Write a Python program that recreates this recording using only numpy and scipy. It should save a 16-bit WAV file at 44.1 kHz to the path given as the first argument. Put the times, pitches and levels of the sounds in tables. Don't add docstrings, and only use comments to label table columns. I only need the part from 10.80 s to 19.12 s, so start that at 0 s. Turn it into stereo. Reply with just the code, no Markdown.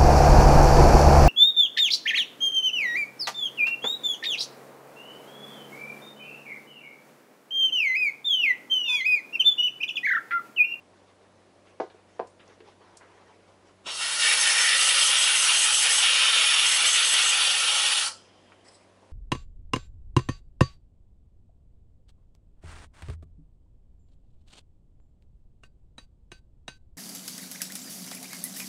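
import sys
import numpy as np
from scipy import signal
from scipy.fft import rfft, irfft
from scipy.io import wavfile
from scipy.ndimage import uniform_filter1d

SR = 44100
rng = np.random.default_rng(int(sys.argv[2]) if len(sys.argv) > 2 else 0)


def transcribe(u):
    v = np.clip(np.atleast_2d(u).T, -1, 1)
    q = np.round(v * 32767).astype(np.int16)
    wavfile.write(sys.argv[1], SR, q)


N = 366912
HOP, WINDOW = 256, 1024
HZ = np.fft.rfftfreq(WINDOW, 1 / SR)[:, None]
TIMES = np.arange(N // HOP + 2) * HOP / SR

# time in seconds, flow in dB re full, then the lifts in dB of the hollow tone
# near 2 kHz, of the core near 3 kHz and of the treble.
JET_COURSE = [(3.03, -54, 0, -1, -3), (3.07, -13.5, 0.5, 3, -13), (3.16, -11, -8.5, -5, -3.5),
              (3.23, -6, -1, -0.5, -2), (3.38, -5.5, -2.5, -4, 0), (3.42, 0.5, -2.5, 0, -2.5),
              (3.53, 0.5, 5, -1.5, 0.5), (3.565, 0, -4, -2, -2), (3.7, -0.5, 2.5, -2.5, -1),
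              (3.8, -0.5, 3, -1.5, -1.5), (3.93, -1, 7, -0.5, 0), (3.98, 0, -2, -1.5, 1.5),
              (4.25, 0, -0.5, 0, 0.5), (4.42, -1, -0.5, 2, 1), (4.7, 0, 1, -1, 1),
              (4.92, -1, 0.5, 0.5, 0.5), (5.15, -0.5, 2, 0.5, 1), (5.28, -0.5, 1.5, 3, -2.5),
              (5.8, -0.5, 0, 2.5, -1.5), (6.3, -0.5, 0.5, 3, -1), (6.7, -1.5, -3, 1.5, -1.5),
              (7.15, -1, -4.5, 1, -2), (7.22, -3, -5, -0.5, -0.5), (7.28, -7, -4.5, -7, -0.5),
              (7.34, -27, -8, -16, -5), (7.48, -53, -4, -2, -3)]
PART_EDGES = (300, 1500, 2500, 3900, 5800, 8800, 11100)
# level in dB at full flow, dB per dB of
# flow, share of the hollow lift, of the core lift and of the treble lift, dB when the tip is bared, share of
JET_PARTS = [(-36, 0.74, 0.063, 0.048, 0.094, -1.5, 0.28, .02), (-28.5, 1.06, 1, 0.19, 0.11, -1, 1, .02),
             (-24.5, 1.03, .1, 1, -0.056, -0.4, .3, .02),
             (-28.5, 1.09, 0.078, -0.31, 0.00042, 0, 0.19, 0.12),
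             (-30.5, 0.94, 0.061, -0.23, 0.29, 7.5, .02, .05), (-28.5, 1.08, .02, -.1, 1, 0.6, .02, 0.86)]
# frequency in Hz, relative power per Hz in dB.
JET_FLOOR = [(71, -69.5), (120, -47.5), (381, -23), (507, -12), (686, -15), (845, -8), (1080, -7),
             (1310, -3.5), (2100, -18.5), (2840, -12.5), (7190, -15.5), (9560, -16), (11100, -21.5),
             (14500, -46.5), (22000, -120)]
# frequency
# in Hz, width in Hz, relative level in dB.
CUPPED_MODES = [(850, 46, -10), (1460, 150, 2), (1880, 190, 4.5), (2260, 99, -1.5), (2776, 38, 1.5),
                (3087, 24, 2.5), (3720, 75, -4), (3820, 29, -5.5), (4420, 33, 3), (5325, 42, 0.5),
                (5670, 47, -9.5), (6260, 41, -8), (8000, 33, -12), (8230, 120, -5), (8750, 54, -30),
                (10100, 120, -5.5), (9480, 150, -7.5), (10150, 200, -4.5), (11000, 18, -22.5)]
WRAPPED_MODES = [(845, 18, 1.5), (1336, 110, -1), (1820, 95, -28), (2730, 1500, -18), (4100, 31, -4),
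                 (4530, 200, -4.5), (5380, 150, -12.5), (5830, 420, -9.5), (6470, 200, -11),
                 (6800, 58, -43), (7140, 23, -15.5), (7690, 110, -4), (8220, 89, -7.5), (9650, 230, -4.5),
                 (10300, 46, -4.5), (10840, 62, -6.5)]
BARED_MODES = [(851, 80, -13), (1458, 203, -10), (1930, 240, -2.5), (3055, 490, -2.5), (4280, 350, -4.5),
               (5180, 280, -2.5), (6280, 600, -3.5), (7900, 380, 0.5), (8240, 330, -0.5), (9570, 360, -5.5),
               (10780, 430, -2)]
# frequency in Hz, width in Hz, gain in dB.
HOUSING_PEAKS = [(520, 71, 2.5), (839, 41, 7.5), (906, 58, -5), (1310, 35, 3), (1649, 74, -8.5),
                 (1840, 28, 3), (2150, 33, 3.5), (2120, 60, -7.5), (2263, 38.6, 13.5), (2330, 22, 0.5),
                 (2456, 90, 2.5), (2744, 45, 4.5), (2873, 75, 3), (3196, 140, 2.5), (3230, 90, -1),
                 (3433, 55, -1), (3970, 48, -3.5), (4225, 65, 3), (4680, 40, 2), (5010, 40, 4.5),
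                 (5420, 49, 8), (5664, 46, 6), (6340, 86, 7), (8000, 40, 4.5), (8654, 40, -1),
                 (10950, 60, 3.5)]
# frequency in Hz, then likeness of the two channels (0-1), level
# difference left minus right in dB, or phase difference in radians.
JET_LIKENESS = [(60, 0.97), (130, 0.69), (260, 0.79), (550, 0.86), (1160, 0.98), (2430, 0.98), (5090, 0.9),
                (10700, 0.95)]
JET_LEVEL_DIFFERENCE = [(60, 0.0), (110, 0.0), (190, 0.0), (340, 0.0), (600, -0.5), (1070, -1.0),
                        (1900, -1.3), (3370, -0.38), (6000, -0.69), (10700, -0.5)]
JET_PHASE_DIFFERENCE = [(0, 0), (600, -0.25), (1380, -0.51), (1980, -0.73), (2500, 0.12), (3700, -0.068),
                        (6800, 0.032), (10900, 0.18)]


def steam():
    s, _, *lifts = np.transpose(JET_COURSE)
    flow_db = on_frames(JET_COURSE)[0]
    lifts_db = [np.interp(TIMES, s, lift) for lift in lifts]
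    controls = np.array([flow_db, *lifts_db, *strokes()])
    bare = np.clip(controls[4], 0, 1)

    grip = np.interp(TIMES, (3.65, 4.1), (0, 1))
    drift = 1 + 0.02 * evened(uniform_filter1d(rng.standard_normal(len(TIMES)), size=16))
    loose = resonances(CUPPED_MODES, drift)
    held = (1 - bare) * resonances(WRAPPED_MODES) + bare * resonances(BARED_MODES)

    ring_loss = 0.36
    ringing = amp(2 * ring_loss * np.minimum(flow_db + 3, 0))
    power = ((1 - grip) * loose + grip * held) * ringing
    power += amp(2 * (read(JET_FLOOR) + 4.0))
    housing_db = sum(db / (1 + (2 * (HZ - f) / w) ** 2) for f, w, db in HOUSING_PEAKS)
    power *= amp(2 * np.sqrt(ringing) * housing_db)
    power /= 1 + (420 / (HZ + 1)) ** 6

    parts, edges = np.array(JET_PARTS), np.array(PART_EDGES)[:, None]
    wanted_db = parts[:, :1] + parts[:, 1:] @ controls
    inside = (HZ.T >= edges[:-1]) & (HZ.T < edges[1:])
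    lift_db = wanted_db - 10 * np.log10(inside @ power / len(HZ))
    inside[0, :8] = inside[-1, -260:] = True
    blend = uniform_filter1d(1. * inside, size=13, axis=1)

    combs_db = 2.34 * patches(1, 70)
    eddies_db = 1.11 * patches(9, 8)
    droplets_db = 0.89 * patches(200, 2)
    gain = np.sqrt(power) * amp(blend.T @ lift_db + combs_db + eddies_db + droplets_db - 0.49)
    jet = noise(gain, read(JET_LIKENESS), read(JET_LEVEL_DIFFERENCE), read(JET_PHASE_DIFFERENCE))
    valve_db = np.interp(np.arange(N) / SR, (2.97, 3.068), (-24, 0))
    return jet * amp(valve_db)


# start in seconds, length in seconds, how far it goes (0-1),
# dip of the low parts in dB (negative lowers), change of the sizzle in dB.
CLOTH_STROKES = [(3.595, .11, 0.24, 1.5, 2.5), (3.773, .1, 0.43, 0.5, -0.5), (3.977, .13, 0.4, 0.5, -1),
                 (4.194, .12, 0.47, -2, 0.5), (4.376, 0.1, 0.53, -1, -1.5), (4.552, 0.11, 0.68, -5, 0.3),
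                 (4.733, .125, 0.8, -6.5, -1), (4.923, .115, 0.78, -8, 0.4), (5.103, .115, 0.6, -5.5, -.4),
                 (5.853, 0.11, 0.67, -1, -0.5), (6.062, .105, 0.86, -6, -1), (6.245, .11, 0.64, -7, 0),
                 (6.425, 0.095, 0.8, -3, 0.2)]


def strokes():
    slide_s, dip_s, sizzle_lead_s = 0.017, 0.04, 0.014
    s, length, far, dip_db, sizzle_db = np.transpose(CLOTH_STROKES)[:, :, None]

    def off(t):
        return np.clip(np.minimum(t - s, s + length - t) / slide_s + 0.5, 0, 1)

    dip = np.exp(-((TIMES - s - 0.5 * length) / dip_s) ** 2)
    free = (far * off(TIMES)).sum(0)
    sizzle = (sizzle_db * off(TIMES + sizzle_lead_s)).sum(0)
    return free, (dip_db * dip).sum(0), sizzle


# frequency in Hz, relative level in dB landing flat, the same landing
# on the rim, undamped decay time t60 in seconds; levels are then weighted by 1 / sqrt(t60).
PITCHER_MODES = [(360, -7, -23, 0.14), (392, -4, -22, 0.19), (448, 5, 1, 0.15), (515, -1.5, 8, 0.099),
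                 (652, 2, 0, 0.11), (737, 0, 6, 0.045), (850, -13, -2, 0.068), (917, -6, -12, 0.065),
                 (1003, -13, 0, 0.11), (1213, -12, -26, .09), (1470, -15, -16, 0.09),
                 (1570, -18, -27, 0.099), (1980, -21, -28, .08), (2180, -27, -25, .09),
                 (2410, -21, -28, 0.087), (2815, -29, -32, .08), (3850, -28, -40, .08)]
# time in seconds, peak of the ring in dB, share on the rim (0-1), contact
# in ms, ring time as a factor at 600 Hz (the hand damps the low modes most).
PITCHER_BLOWS = [(1.0003, -19.5, 0.24, 0.29, 0.88), (1.0038, -16, 0, 0.36, 0.81),
                 (1.018, -21.5, 0, 1.06, 0.68), (1.107, -45, .3, .3, .9), (1.145, -43.5, 0, 1.7, .6),
                 (1.3942, -24, 1, 0.19, 0.55), (1.3984, -17.5, 0.7, 0.34, 0.27),
                 (1.4073, -29, .98, 0.26, 0.65), (1.422, -42, .5, 1.3, .4), (1.8039, -42.5, 0, 2.7, 1),
                 (1.826, -45, 0.1, 2.9, 0.51)]


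def pitcher():
    slab_hz, slab_db, slab_t60 = 183, -22, 0.09
    out, t = np.zeros(N), np.arange(SR // 3) / SR
    for s, peak_db, rim, contact_ms, free in PITCHER_BLOWS:
        ring = 0
        for hz, flat_db, rim_db, t60 in PITCHER_MODES:
            fade_db = -60 * t / t60 / free ** (600 / hz)
            level_db = flat_db + rim * (rim_db - flat_db)
            ring = ring + amp(level_db + fade_db) * np.sin(2 * np.pi * hz * t) / np.sqrt(t60)
        push = np.hanning(int(abs(contact_ms) * SR / 1000) + 3)
        ring = np.convolve(ring, push)
        ring = signal.lfilter(*signal.butter(5, 350, 'high', fs=SR), ring)
        add(out, s, -amp(peak_db) * ring / abs(ring).max())

        thump_db = peak_db + slab_db - 6.8 * rim - 60 * t / slab_t60
        onset = 1 - np.exp(-t / 0.0054)
        add(out, s, amp(thump_db) * onset * np.sin(2 * np.pi * slab_hz * t))
    return out


# centre in Hz, width in Hz, relative dB.
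LEAK_COURSE = [(7.29, -50), (7.33, -55), (7.46, -63), (7.56, -66), (7.83, -65), (7.85, -78)]
LEAK_MODES = [(3120, 270, 0), (4430, 200, -7), (4980, 110, 3), (5400, 160, -5.5), (6000, 400, -10)]
CLOTH_DRAG = [(7.845, .06, -62), (7.878, .03, -57), (7.9, .09, -63), (7.94, 0.048, -58), (7.98, 0.082, -70)]
DRAG_MODES = [(4040, 350, -11), (4700, 200, -7), (5200, 80, 2), (5680, 200, -14), (7900, 200, -2.5),
              (9300, 300, -8)]


def after_steam():
    leak = evened(np.sqrt(resonances(LEAK_MODES))) * amp(on_frames(LEAK_COURSE)[0])
    above_khz = np.maximum(HZ / 1000 - 3.3, 0)
    leak *= amp(-30 * above_khz * np.maximum(TIMES - 7.45, 0))
    drag = evened(np.sqrt(resonances(DRAG_MODES))) * swells(CLOTH_DRAG)
    return noise(np.hypot(leak, drag) * amp(1.5 * patches(6, 4)), 0.85)


# time in seconds, level in dB before a common
# trim, centre in Hz, width in Hz, t60 in seconds.
LIGHT_TICKS = [(.1331, -59, 1500, 2500, .05), (.4115, -58, 1500, 2500, .06), (.87, -58, 2500, 4000, .1),
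               (1.0007, -50, 3500, 6000, 0.23), (1.1, -52, 2500, 4000, 0.1),
               (1.394, -49.5, 3000, 5000, .08), (1.471, -55.5, 6500, 6000, 0.084),
               (1.596, -49, 1990, 2960, 0.13), (1.5, -63, 9100, 600, 0.092), (1.6, -60, 3800, 500, 0.13),
               (1.875, -55, 2500, 5000, 0.16), (3.066, -37, 845, 870, 0.21),
               (1.678, -53, 5770, 2500, 0.027), (1.8043, -47, 2000, 3500, 0.046),
               (2.1705, -43, 6960, 7000, 0.052), (2.2104, -47, 1280, 1800, 0.21),
               (2.852, -66, 2500, 4000, .1), (7.7202, -46.5, 1820, 2500, .05),
               (7.8853, -48, 5150, 500, .06)]


def ticks():
    out, t = np.zeros(N), np.arange(SR // 5) / SR
    bursts, bins = rng.standard_normal((len(LIGHT_TICKS), len(t))), np.fft.rfftfreq(len(t), 1 / SR)
    for (s, level_db, hz, width, t60), burst in zip(LIGHT_TICKS, bursts):
        band_gain = 1 / (1 + (2 * (bins - hz) / width) ** 4)
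        band = evened(irfft(rfft(burst) * band_gain, len(t)))
        attack = np.minimum(t / 0.00047, 1)
        add(out, s, amp(level_db - 3.5 - 60 * t / t60) * band * attack)
    return out


# start in seconds, length in seconds, level in dB of the low and of the high band,
# before the uneven patches.
HAND_RUSTLES = [(.0, 0.041, -65, -81), (.13, 0.15, -62, -72), (.27, 0.081, -64, -71), (.41, .07, -64, -77),
                (.85, 0.11, -65, -67), (1.14, 0.087, -62.5, -70), (1.28, 0.19, -66, -68),
                (1.59, 0.29, -62.5, -70), (1.68, 0.11, -61, -67), (1.84, 0.13, -59.5, -65),
                (1.99, 0.32, -59.5, -72), (2.2, 0.56, -58.5, -69.5), (2.67, .1, -64, -68),
                (2.46, .12, -62, -72), (2.85, .1, -59.5, -66.5), (7.4, 0.23, -72, -68),
                (7.55, .3, -72, -70), (7.7, .05, -60, -69.5), (7.84, 0.16, -64, -64),
                (7.98, 0.17, -67, -71)]
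# frequency in Hz, relative level per Hz in dB.
LOW_SPECTRUM = [(180, -33.5), (300, -12.5), (442, 2.5), (502, 5), (569, -23), (704, -3), (871, -1),
                (6000, -26.5), (7800, -50), (13200, -120)]
HIGH_SPECTRUM = [(1180, -9), (2000, -1.5), (3530, -8), (4100, -13.5), (4840, -9), (6310, -12.5),
                 (10600, -25), (11100, -22), (14500, -55.5), (22000, -120)]


def hands():
    stirring_db = np.array([[-72.5], [-81.5]])
    low_level, high_level = np.hypot(swells(HAND_RUSTLES), amp(stirring_db))
    low = evened(amp(read(LOW_SPECTRUM))) * low_level
    high = evened(amp(read(HIGH_SPECTRUM))) * high_level
    uneven_db = 3.3 * patches(12, 6) + 0.96 * patches(120, 3)
    return noise(np.hypot(low, high) * amp(uneven_db), 0.73)


# frequency in Hz, then relative level per Hz in dB, or likeness of the channels (0-1).
AIR_SPECTRUM = [(18, -49), (30, -27.5), (65, -30), (87, -15), (109, -1), (120, -15.5), (178, -13.5),
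                (384, -5.5), (414, -12), (570, -6), (869, -14), (1010, -12.5), (1260, -18), (2340, -22),
                (11100, -34.5), (14500, -70.5), (22000, -120)]
AIR_LIKENESS = [(60, 0.79), (170, 0.95), (480, 0.87), (1340, 0.28), (3790, 0.39), (10700, 0.52)]
# frequency in Hz, rms level in dB.
FRIDGE_HUM = [(48, -85), (96, -69), (190, -73), (240, -80.5), (290, -80.5)]


def room_tone():
    air_db = -59 + 0.72 * patches(10, 12)
    air = noise(evened(amp(read(AIR_SPECTRUM))) * amp(air_db), read(AIR_LIKENESS))
    t = np.arange(N) / SR
    pitch_waver, level_waver = evened(uniform_filter1d(rng.standard_normal((2, N)), size=6000, axis=1))
    warped_s = np.cumsum(1 + 0.004 * pitch_waver) / SR
    hum = np.zeros_like(t)
    for hz, db in FRIDGE_HUM:
        hum += np.sqrt(2) * amp(db) * np.sin(2 * np.pi * hz * warped_s)
    return air + amp(0.8 * level_waver) * hum


# frequency in Hz, t60 in seconds.
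KITCHEN_DECAY = [(200, 0.13), (1000, 0.21), (4000, 0.18), (10000, 0.14)]


def kitchen(x):
    taps, first, spacing = np.zeros((2, SR // 2)), 300, 20
    at = np.arange(first, SR // 2 - spacing, spacing)
    at = at + rng.integers(0, spacing, (2, len(at)))
    np.put_along_axis(taps, at, rng.choice([-1., 1.], at.shape), 1)
    taps[1] = 0.65 * taps[0] + 0.53 * taps[1]
    t, z = signal.stft(taps, SR, nperseg=1024, noverlap=896)[1:]
    tail = signal.istft(z * amp(-60 * t / read(KITCHEN_DECAY)), SR, nperseg=1024, noverlap=896)[1]
    tail[:, :first] = 0
    return signal.fftconvolve(x[None], tail / np.linalg.norm(tail[0]), axes=1)[:, :N]


def amp(db):
    return 10 ** (np.asarray(db) / 20)


def evened(x):
    return x / np.sqrt(np.mean(x ** 2) + 1e-20)


def read(points):
    f, value = np.transpose(points)
    return np.interp(np.log(HZ + 1), np.log(f + 1), value)


def on_frames(rows):
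    s, *columns = np.transpose(rows)
    return [np.interp(TIMES, s, c, left=-150, right=-150) for c in columns]


def swells(rows):
    loudest_at = 0.22
    s, length, *levels_db = np.transpose(rows)
    u = np.clip((TIMES - s[:, None]) / length[:, None], 0, 1)
    shape = np.sin(np.pi * u ** (np.log(0.5) / np.log(loudest_at)))
    return np.sqrt(amp(2 * np.array(levels_db)) @ shape ** 2)


def add(mix, s, sound):
    part = mix[round(s * SR):][:len(sound)]
    part += sound[:len(part)]


def patches(bins, frames):
    field = rng.standard_normal((len(TIMES), len(HZ))).T
    return evened(uniform_filter1d(uniform_filter1d(field, bins, 0), frames, 1))


def resonances(modes, drift=1):
    return sum(amp(2 * db) / (1 + (2 * (HZ / drift - f) / w) ** 2) for f, w, db in modes)


def noise(gain, likeness, difference_db=0, phase=0):
    a, b = signal.stft(rng.standard_normal((2, N)), nperseg=WINDOW, noverlap=WINDOW - HOP)[2]
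    likeness = np.clip(likeness, -1, 1)
    side = amp(difference_db / 2) * np.exp(0.5j * phase)
    right = likeness * a + np.sqrt(1 - likeness ** 2) * b
    z = np.array([a * side, right / side])
    return signal.istft(z * gain[:, :z.shape[2]], nperseg=WINDOW, noverlap=WINDOW - HOP)[1][:, :N]


def scene():
    near, jet = pitcher() + ticks(), steam()
    direct = near * amp([[0.3], [-0.3]])
    echoes = kitchen(amp(-7.5) * near + amp(-11.5) * jet.mean(0))
    return direct + echoes + jet + after_steam() + hands() + room_tone()


def record(dry):
    low_pass = signal.firwin(1535, 11060, window=("kaiser", 9), fs=SR)
    return signal.oaconvolve(dry, low_pass[None], "same")


dry = scene()
out = record(dry)
transcribe(out)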